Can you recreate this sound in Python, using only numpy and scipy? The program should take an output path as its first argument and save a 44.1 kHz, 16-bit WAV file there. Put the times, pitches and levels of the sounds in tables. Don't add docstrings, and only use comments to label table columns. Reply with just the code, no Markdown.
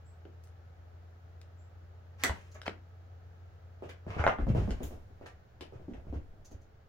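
import sys
import numpy as np
from scipy import signal
from scipy.fft import rfft, irfft
from scipy.io import wavfile
from scipy.ndimage import uniform_filter1d

SR = 44100
rng = np.random.default_rng(int(sys.argv[2]) if len(sys.argv) > 2 else 0)


def pcm_store(signal):
    levels = np.round(np.clip(np.atleast_2d(signal), -1, 1) * 32767)
    wavfile.write(sys.argv[1], SR, levels.astype(np.int16).T)


N = 303628
TIME = np.arange(N) / SR
AGE = np.arange(SR // 2) / SR
SIDES = np.array([[1], [-1]])

# t/s, level/dB
CHASE_EFFORT = [(4.0, -25.5), (4.15, -4), (4.5, 14), (4.8, 13.5), (5.2, 2), (5.5, -11), (5.8, 3), (6.2, 7),
                (6.88, -7)]


def paws(second_paw_s=0.031, first_weight_db=-9.5, second_touch_db=-8, slip_db=-17):
    # t/s, paw pad level/dB, pad f/Hz, carpet pat level/dB, weight level/dB, floor f/Hz
    leaps = [(3.823, -50, 371, -34.5, -45, 129), (4.066, -35.5, 155, -36, -32, 91),
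             (4.165, -32, 148, -33.5, -21.5, 87), (4.387, -31.5, 253, -34.5, -19.5, 46.3),
             (4.469, -27.5, 231, -29.5, -17, 129.5), (4.482, -26.5, 160, -35, -24, 62),
             (4.549, -27.5, 146, -25, -22.5, 111), (4.566, -26, 151, -33.5, -23, 60),
             (4.622, -29.5, 150, -41, -26.5, 94.4), (4.677, -28.5, 212, -32, -25.5, 57),
             (4.805, -35, 268, -34.5, -34.5, 64), (4.909, -45, 232, -40, -45, 89.4),
             (5.212, -54, 290, -41, -64, 86.4), (5.724, -58, 160, -42, -40, 107),
             (5.797, -48, 144, -47.5, -44.5, 81), (5.882, -34, 247, -47, -43.5, 44),
             (5.947, -48, 200, -43, -39, 65), (6.068, -40.5, 146, -46, -31, 78),
             (6.127, -34, 285, -37, -28.5, 77), (6.514, -48, 270, -47, -37, 79)]
    out = np.zeros((2, N))
    for s, pad_db, pad_hz, pat_db, weight_db, floor_hz in leaps:
        pad, carpet, weight = undb([pad_db - 4, pat_db - 6, weight_db - 4])
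        first, second = (pad * thump(pad_hz) + carpet * pat() for _ in range(2))
        add(out, s, first + weight * undb(first_weight_db) * boom(floor_hz))
        add(out, s + second_paw_s, undb(second_touch_db) * second + weight * boom(floor_hz))
        slip = brush(swell_s=.018, fade_s=0.021, tilt_db=-1.5, peak_hz=1350)
        add(out, s, carpet * undb(slip_db) * slip)
    return out


def patter(steps_per_s=12, step_db=-68, scatter_db=4, pad_hz=190, pat_db=-2):
    out = np.zeros((2, N))
    times, effort_db = np.transpose(CHASE_EFFORT)
    beats = np.arange(times[0], times[-1] - .1, 1 / steps_per_s)
    for beat, (late, size, pitch) in zip(beats, rng.standard_normal((len(beats), 3))):
        s = min(beat + .3 * late / steps_per_s, TIME[-1])
        step = thump(pad_hz * 2 ** (.3 * pitch)) + undb(pat_db) * pat()
        db = step_db + np.interp(s, times, effort_db) + scatter_db * size
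        add(out, s, undb(db) * step)
    return out


def thump(hz):
    echo_db = 6 * min(np.log2(hz / 250), 0)
    return burst(room(swing(hz, cycles=0.86), echo_db, lag_ms=0.22 * rng.standard_normal()))


def pat():
    # f/Hz, level/dB
    carpet_tone = [(120, -15), (330, 3.5), (620, 0.5), (850, -8), (1300, -20), (3000, -37.5), (8000, -51.5)]
    return burst(room(crack(carpet_tone), echo_db=3.9, lag_ms=.3 * rng.standard_normal()))


def boom(hz, spread_db=0.5):
    balance = undb(spread_db * rng.standard_normal() * SIDES)
    return burst(balance * room(swing(hz, cycles=1.06), echo_db=-8))


def chair(level_db=2.5, rattle_gap_s=0.014, rattle_db=-12.5, loss_db=2.5):
    # t/s, level/dB, added sharp edge level/dB
    knocks = [(4.194, -14.5, -8), (4.240, -4, -3), (4.266, 3.5, -21), (4.2764, -1.5, -1.5),
              (4.386, -20, -29)]
    out = np.zeros((2, N))
    for s, db, edge_db in knocks:
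        add(out, s, knock(db, edge_db))
        for bounce in range(2):
            late_s = rattle_gap_s * (bounce + 1 + .15 * rng.standard_normal())
            add(out, s + late_s, knock(db + rattle_db - bounce * loss_db, edge_db))
    return undb(level_db) * out


def knock(db, edge_db, ring_db=-4, clack_db=2):
    # f/Hz, level/dB, time to fade by 60 dB/s
    frame_notes = [(650, -21, .16), (798, -4.5, 0.21), (867, 8.5, 0.048), (1205, 1.5, 0.12),
                   (1265, -14, .15), (1430, -40, .2), (1690, -7, 0.11), (2081, 1, 0.18), (2130, -25.5, .15),
                   (2570, -21, 0.14)]
    # f/Hz, level/dB
    hit_tone = [(100, 3.5), (400, -12), (650, 3), (850, 1.5), (1050, 5.5), (1450, 2), (2100, -13.5),
                (3000, -12.5), (5000, -29.5), (8000, -67), (15000, -76)]
    edge = crack([(300, -19.5), (1200, 12.5), (1700, 18.5), (2200, 9.5),
                  (3200, -7), (6500, -7.5), (9000, -25), (15000, -37)])
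    cushion = 1 - np.exp(-AGE / .0007)
    clack = cushion * ring([(717, 0.0039, 0.0091), (1385, 0, 0.0072)])
    contact = chatter(crack(hit_tone) + undb(edge_db) * edge, length_s=.0012, chatter_db=6)
    hit = contact + undb(clack_db) * unit_energy(clack) + undb(ring_db) * ring(frame_notes)
    return undb(db) * room(unit_energy(hit), echo_db=-2.5 - 0.22 * db, lag_ms=0.065)


def wand(level_db=-3, ring_db=-9, snap_db=-7, lean_right_db=2):
    # t/s, level/dB, treble tilt/dB per octave
    lashes = [(2.2371, 1.5, 2.5), (2.241, -4, -2), (2.2475, -1.5, -1.5), (2.257, -8.5, -6)]
    # f/Hz, level/dB
    lash_tone = [(100, -16), (240, 0.5), (450, -6.5), (680, -0.5), (900, -12), (1400, 0.5), (1980, 3),
                 (2700, -4.5), (3700, -13), (5200, -9), (8500, -15), (15000, -24.5)]
    # f/Hz, level/dB, time to fade by 60 dB/s
    rod_notes = [(295, -4.5, 0.1), (1530, -4, 0.11), (1990, 7.5, 0.079), (3010, -17, 0.17),
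                 (4190, -21, .08), (5240, -22, 0.078), (5870, -14.5, .1), (6780, -21, 0.096),
                 (8700, -15.5, .15)]
    # f/Hz, level/dB
    snap_tone = [(300, -25.5), (1200, -10), (2000, 2), (3700, -13.5), (5400, -1.5), (7000, -4.5),
                 (8800, -15), (11500, -7), (15000, -16)]
    out = np.zeros((2, N))
    for s, db, tilt_db in lashes:
        contact = chatter(crack(lash_tone, tilt_db), length_s=.0015, chatter_db=7)
        hit = unit_energy(contact + undb(ring_db) * ring(rod_notes))
        add(out, s, undb(db + level_db) * room(hit, echo_db=0, lag_ms=-0.048))
    snap = room(chatter(crack(snap_tone), length_s=0.00031, chatter_db=2.5), echo_db=-9.5)
    add(out, lashes[0][0], undb(snap_db - lean_right_db * SIDES) * snap)
    return out


def lure(level_db=-3, bounce_s=.016, bounce_db=-12.5, light_hit_db=-52):
    # t/s, level/dB, treble tilt/dB per octave, thud level/dB, echo level/dB
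    taps = [(0.253, -27.5, -7, -50.5, -4), (0.438, -37, 14, -85, 0), (0.473, -42, 10, -85, -3),
            (1.4151, -31, 4.5, -83, -7.5), (2.296, -7.5, -4.5, -25.5, -0.5), (2.617, -19, 2, -80, -5),
            (2.665, -12, -2.5, -65, 0), (2.6794, -3.5, -4, -44, -12), (3.893, -26, -4.5, -79, 7),
            (4.707, -18, 0, -53.5, 1), (5.266, -33, 10, -80, -3), (5.609, -18.5, 1, -48, 3.5),
            (5.936, -28.5, -4.5, -74, 4)]
    out = np.zeros((2, N))
    for s, db, tilt_db, thud_db, echo_db in taps:
        add(out, s, undb(db + level_db) * tap(tilt_db, echo_db))
        add(out, s + bounce_s, undb(db + level_db + bounce_db) * tap(tilt_db, echo_db))
        octaves_down = max(thud_db - light_hit_db, 0) / 22
        tock = undb(min(thud_db + 3, -40)) * thump(hz=385 * 2 ** -octaves_down)
        thud = undb(thud_db - 2.5) * boom(hz=83)
        add(out, s, thud + tock)
    return out


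def tap(tilt_db, echo_db, lean_left_db=1.24):
    # f/Hz, level/dB
    tap_tone = [(100, -8.5), (240, 0), (450, 5.5), (1000, 0.5), (1600, 3), (2400, -0.5), (3400, -3.5),
                (5500, -9.5), (8500, -20), (15000, -37)]
    contact = chatter(crack(tap_tone, tilt_db), length_s=0.0016, chatter_db=5.5)
    return undb(lean_left_db * SIDES) * room(contact, echo_db, lag_ms=0.064)


def scuffs():
    # t/s, level/dB, swell/s, fade/s, treble tilt/dB per octave, ringing f/Hz
    strokes = [(2.175, -46, 0.058, 0.0079, 0.5, 1700), (2.328, -57.5, 0.01, 0.098, 1.5, 1710),
               (2.549, -50.5, 0.0031, 0.0081, -5, 1190), (2.654, -44.5, 0.0082, 0.0034, -1.5, 900),
               (3.885, -54, 0.0069, 0.009, 2.5, 2850), (4.069, -45, 0.042, 0.066, -5, 1330),
               (4.17, -36.5, 0.03, 0.032, -6.5, 1520), (4.549, -52.5, 0.0062, 0.17, -0.5, 900),
               (4.826, -48.5, 0.0055, 0.046, 8, 12700), (5.252, -49.5, 0.016, 0.0079, -2.5, 1840)]
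    out = np.zeros((2, N))
    for s, db, swell_s, fade_s, tilt_db, peak_hz in strokes:
        add(out, s, undb(db) * brush(swell_s, fade_s, tilt_db, peak_hz))
    return out


def brush(swell_s, fade_s, tilt_db, peak_hz, hollow_db=1):
    # f/Hz, level/dB
    scuff_tone = [(200, -11), (700, 7), (1500, 3.5), (2600, 5.5), (4000, -4), (6500, -5), (8500, -14),
                  (15000, -20.5)]
    fibres = tint(spray(swell_s, fade_s, grain_db=7), scuff_tone, tilt_db)
    hollow = signal.lfilter(*signal.iirpeak(peak_hz, 4, fs=SR), fibres)
    return burst(room(fibres + undb(hollow_db) * hollow, echo_db=3.5, lag_ms=0.17))


def clasp():
    # t/s, level/dB, swell/s
    clinks = [(2.509, -65, 0.015), (2.539, -62, 0.011), (6.445, -59.5, 0.014), (6.505, -65, 0.016),
              (6.608, -74.5, 0.013)]
    # f/Hz, level/dB
    clasp_tone = [(1500, -10), (3800, -7), (4700, -1.5), (5400, -4), (6100, 6.5), (6900, 2.5), (8300, -17),
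                  (10700, -11), (15000, -14)]
    out = np.zeros((2, N))
    for s, db, swell_s in clinks:
        rattle = tint(spray(swell_s, fade_s=0.0032, grain_db=4), clasp_tone)
        add(out, s, undb(db) * burst(room(rattle, echo_db=3.5)))
    return out


def whistles():
    # t/s, f/Hz that the slide heads for, level/dB
    slides = [(0.04, 7900, -73), (1.565, 7570, -76)]
    out = np.zeros((2, N))
    for s, top_hz, db in slides:
        waver = unit(uniform_filter1d(rng.standard_normal(len(AGE)), size=90))
        hz = top_hz * (1 - 0.071 * np.exp(-AGE / 0.0565) + 0.027 * waver)
        loudness = (AGE / .02) ** 2 * np.exp(-AGE / 0.016)
        tone = loudness * np.sin(2 * np.pi * np.cumsum(hz) / SR)
        add(out, s, undb(db) * burst(room(tone, echo_db=6.5)))
    return out


def floor_rumble(rumble_db=-58):
    shake = tint(diffuse(N), [(20, 9), (42, -2), (80, 7), (130, -8.5),
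                              (300, -26), (650, -22), (1200, -50.5), (4000, -53)])
    return undb(rumble_db + np.interp(TIME, *np.transpose(CHASE_EFFORT))) * unit(shake)


def appliance(whine_hz=1290, whine_db=-27, fade_from_s=4.9):
    # t/s, f/Hz
    motor_pitch = [(0.0, 83.9), (0.29, 85.45), (2.9, 88.7), (4.0, 88.34)]
    # f/Hz, level/dB
    steady_tones = [(60, -83.5), (119.6, -71), (442, -79.5)]
    # f/Hz, level/dB
    hiss_tone = [(25, -26.5), (55, -1), (75, 5.5), (110, 0), (140, -6.5), (260, -16), (450, -13),
                 (750, -12), (1000, -20.5), (1500, -19.5), (2500, -29.5), (7000, -39.5), (8200, -53.5),
                 (15500, -43)]
    hz = np.interp(TIME, *np.transpose(motor_pitch))
    fading_s = np.maximum(TIME - fade_from_s, 0)
    hum_db = -52 - 33.5 * fading_s
    hiss_db = -58 - 1.24 * fading_s
    hum = undb(hum_db + .5 * SIDES) * np.sin(2 * np.pi * np.cumsum(hz) / SR + 0.11 * SIDES)
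    whine = unit(signal.lfilter(*signal.iirpeak(whine_hz, 50, fs=SR), diffuse(N)))
    steady = sum(undb(db) * np.sin(2 * np.pi * (f * TIME + rng.random())) for f, db in steady_tones)
    hiss = unit(tint(diffuse(N), hiss_tone))
    return np.sqrt(2) * (hum + steady) + undb(hum_db + whine_db) * whine + undb(hiss_db) * hiss


def room(x, echo_db, lag_ms=0):
    # f/Hz, time to fade by 60 dB/s
    echo_times = [(100, 0.27), (500, 0.26), (2000, 0.24), (6000, 0.19), (14000, 0.15)]
    hz, s, spectrum = signal.stft(diffuse(len(AGE)), SR)
    fade = undb(-60 * s / along(hz, echo_times)[:, None])
    tail = signal.istft(spectrum * fade, SR)[1][:, :len(AGE)]
    tail = unit_energy(tail * np.clip(AGE / 0.002 - .5, 0, 1))
    direct = np.array([np.interp(AGE - max(ms, 0) / 1000, AGE, x, left=0) for ms in (-lag_ms, lag_ms)])
    echoes = signal.fftconvolve(x[None], tail, axes=1)[:, :len(AGE)]
    return direct + undb(echo_db) * echoes


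def diffuse(size):
    mid, side = rfft(rng.standard_normal((2, size)))
    alike = .9 * np.sinc(np.fft.rfftfreq(size, 1 / SR) / 650)
    return irfft(mid * np.sqrt(1 + alike) + side * np.sqrt(1 - alike) * SIDES, size)


def swing(hz, cycles):
    turns = hz * AGE
    return np.sin(2 * np.pi * turns) * (1 - np.exp(-2 * turns)) * np.exp(-turns / cycles)


def ring(notes):
    chance = rng.standard_normal((len(notes), 2)) * [1.5, .002]
    tones = (undb(db + strike_db) * np.sin(2 * np.pi * hz * (1 + detune) * AGE) * undb(-60 * AGE / fade_s)
             for (hz, db, fade_s), (strike_db, detune) in zip(notes, chance))
    return unit_energy(sum(tones))


def crack(tone, tilt_db=0):
    cepstrum = irfft(np.log(response(len(AGE), tone, tilt_db)))
    cepstrum[1:] *= 2
    cepstrum[len(AGE) // 2:] = 0
    return unit_energy(irfft(np.exp(rfft(cepstrum))))


def chatter(x, length_s, chatter_db):
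    touches = undb(chatter_db) * unit_energy(rng.standard_normal(len(AGE)) * np.exp(-AGE / length_s))
    touches[0] += 1
    return unit_energy(signal.fftconvolve(x, touches)[:len(AGE)])


def spray(swell_s, fade_s, grain_db):
    stroke = np.minimum(AGE / swell_s, 1) * np.exp(-np.maximum(AGE - swell_s, 0) / fade_s)
    catches = np.repeat(undb(grain_db * rng.standard_normal(len(AGE))), 30)[:len(AGE)]
    return stroke * catches * rng.standard_normal(len(AGE))


def tint(x, tone, tilt_db=0):
    return irfft(rfft(x) * response(x.shape[-1], tone, tilt_db), x.shape[-1])


def response(size, tone, tilt_db):
    hz = np.fft.rfftfreq(size, 1 / SR)
    return undb(along(hz, tone) + tilt_db * np.log2(np.maximum(hz, 600) / 600))


def along(hz, points):
    f, value = np.transpose(points)
    return np.interp(np.log(hz + 1), np.log(f), value)


def undb(db):
    return 10 ** (np.asarray(db) / 20)


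def unit(x):
    return x / np.sqrt(np.mean(x ** 2))


def unit_energy(x):
    return unit(x) / np.sqrt(x.shape[-1])


def burst(x):
    power = np.mean(np.atleast_2d(x) ** 2, axis=0)
    return x / np.sqrt(uniform_filter1d(power, size=441).max())


def add(out, s, x):
    start = max(int(s * SR), 0)
    out[:, start:start + x.shape[-1]] += x[:, :N - start]


def scene():
    play = paws() + patter() + chair() + wand() + lure() + clasp() + scuffs()
    return play + whistles() + appliance() + floor_rumble()


def record(dry):
    top_hz = 15900
    return signal.sosfilt(signal.ellip(10, .2, 70, top_hz, fs=SR, output="sos"), dry)


dry = scene()
out = record(dry)
pcm_store(out)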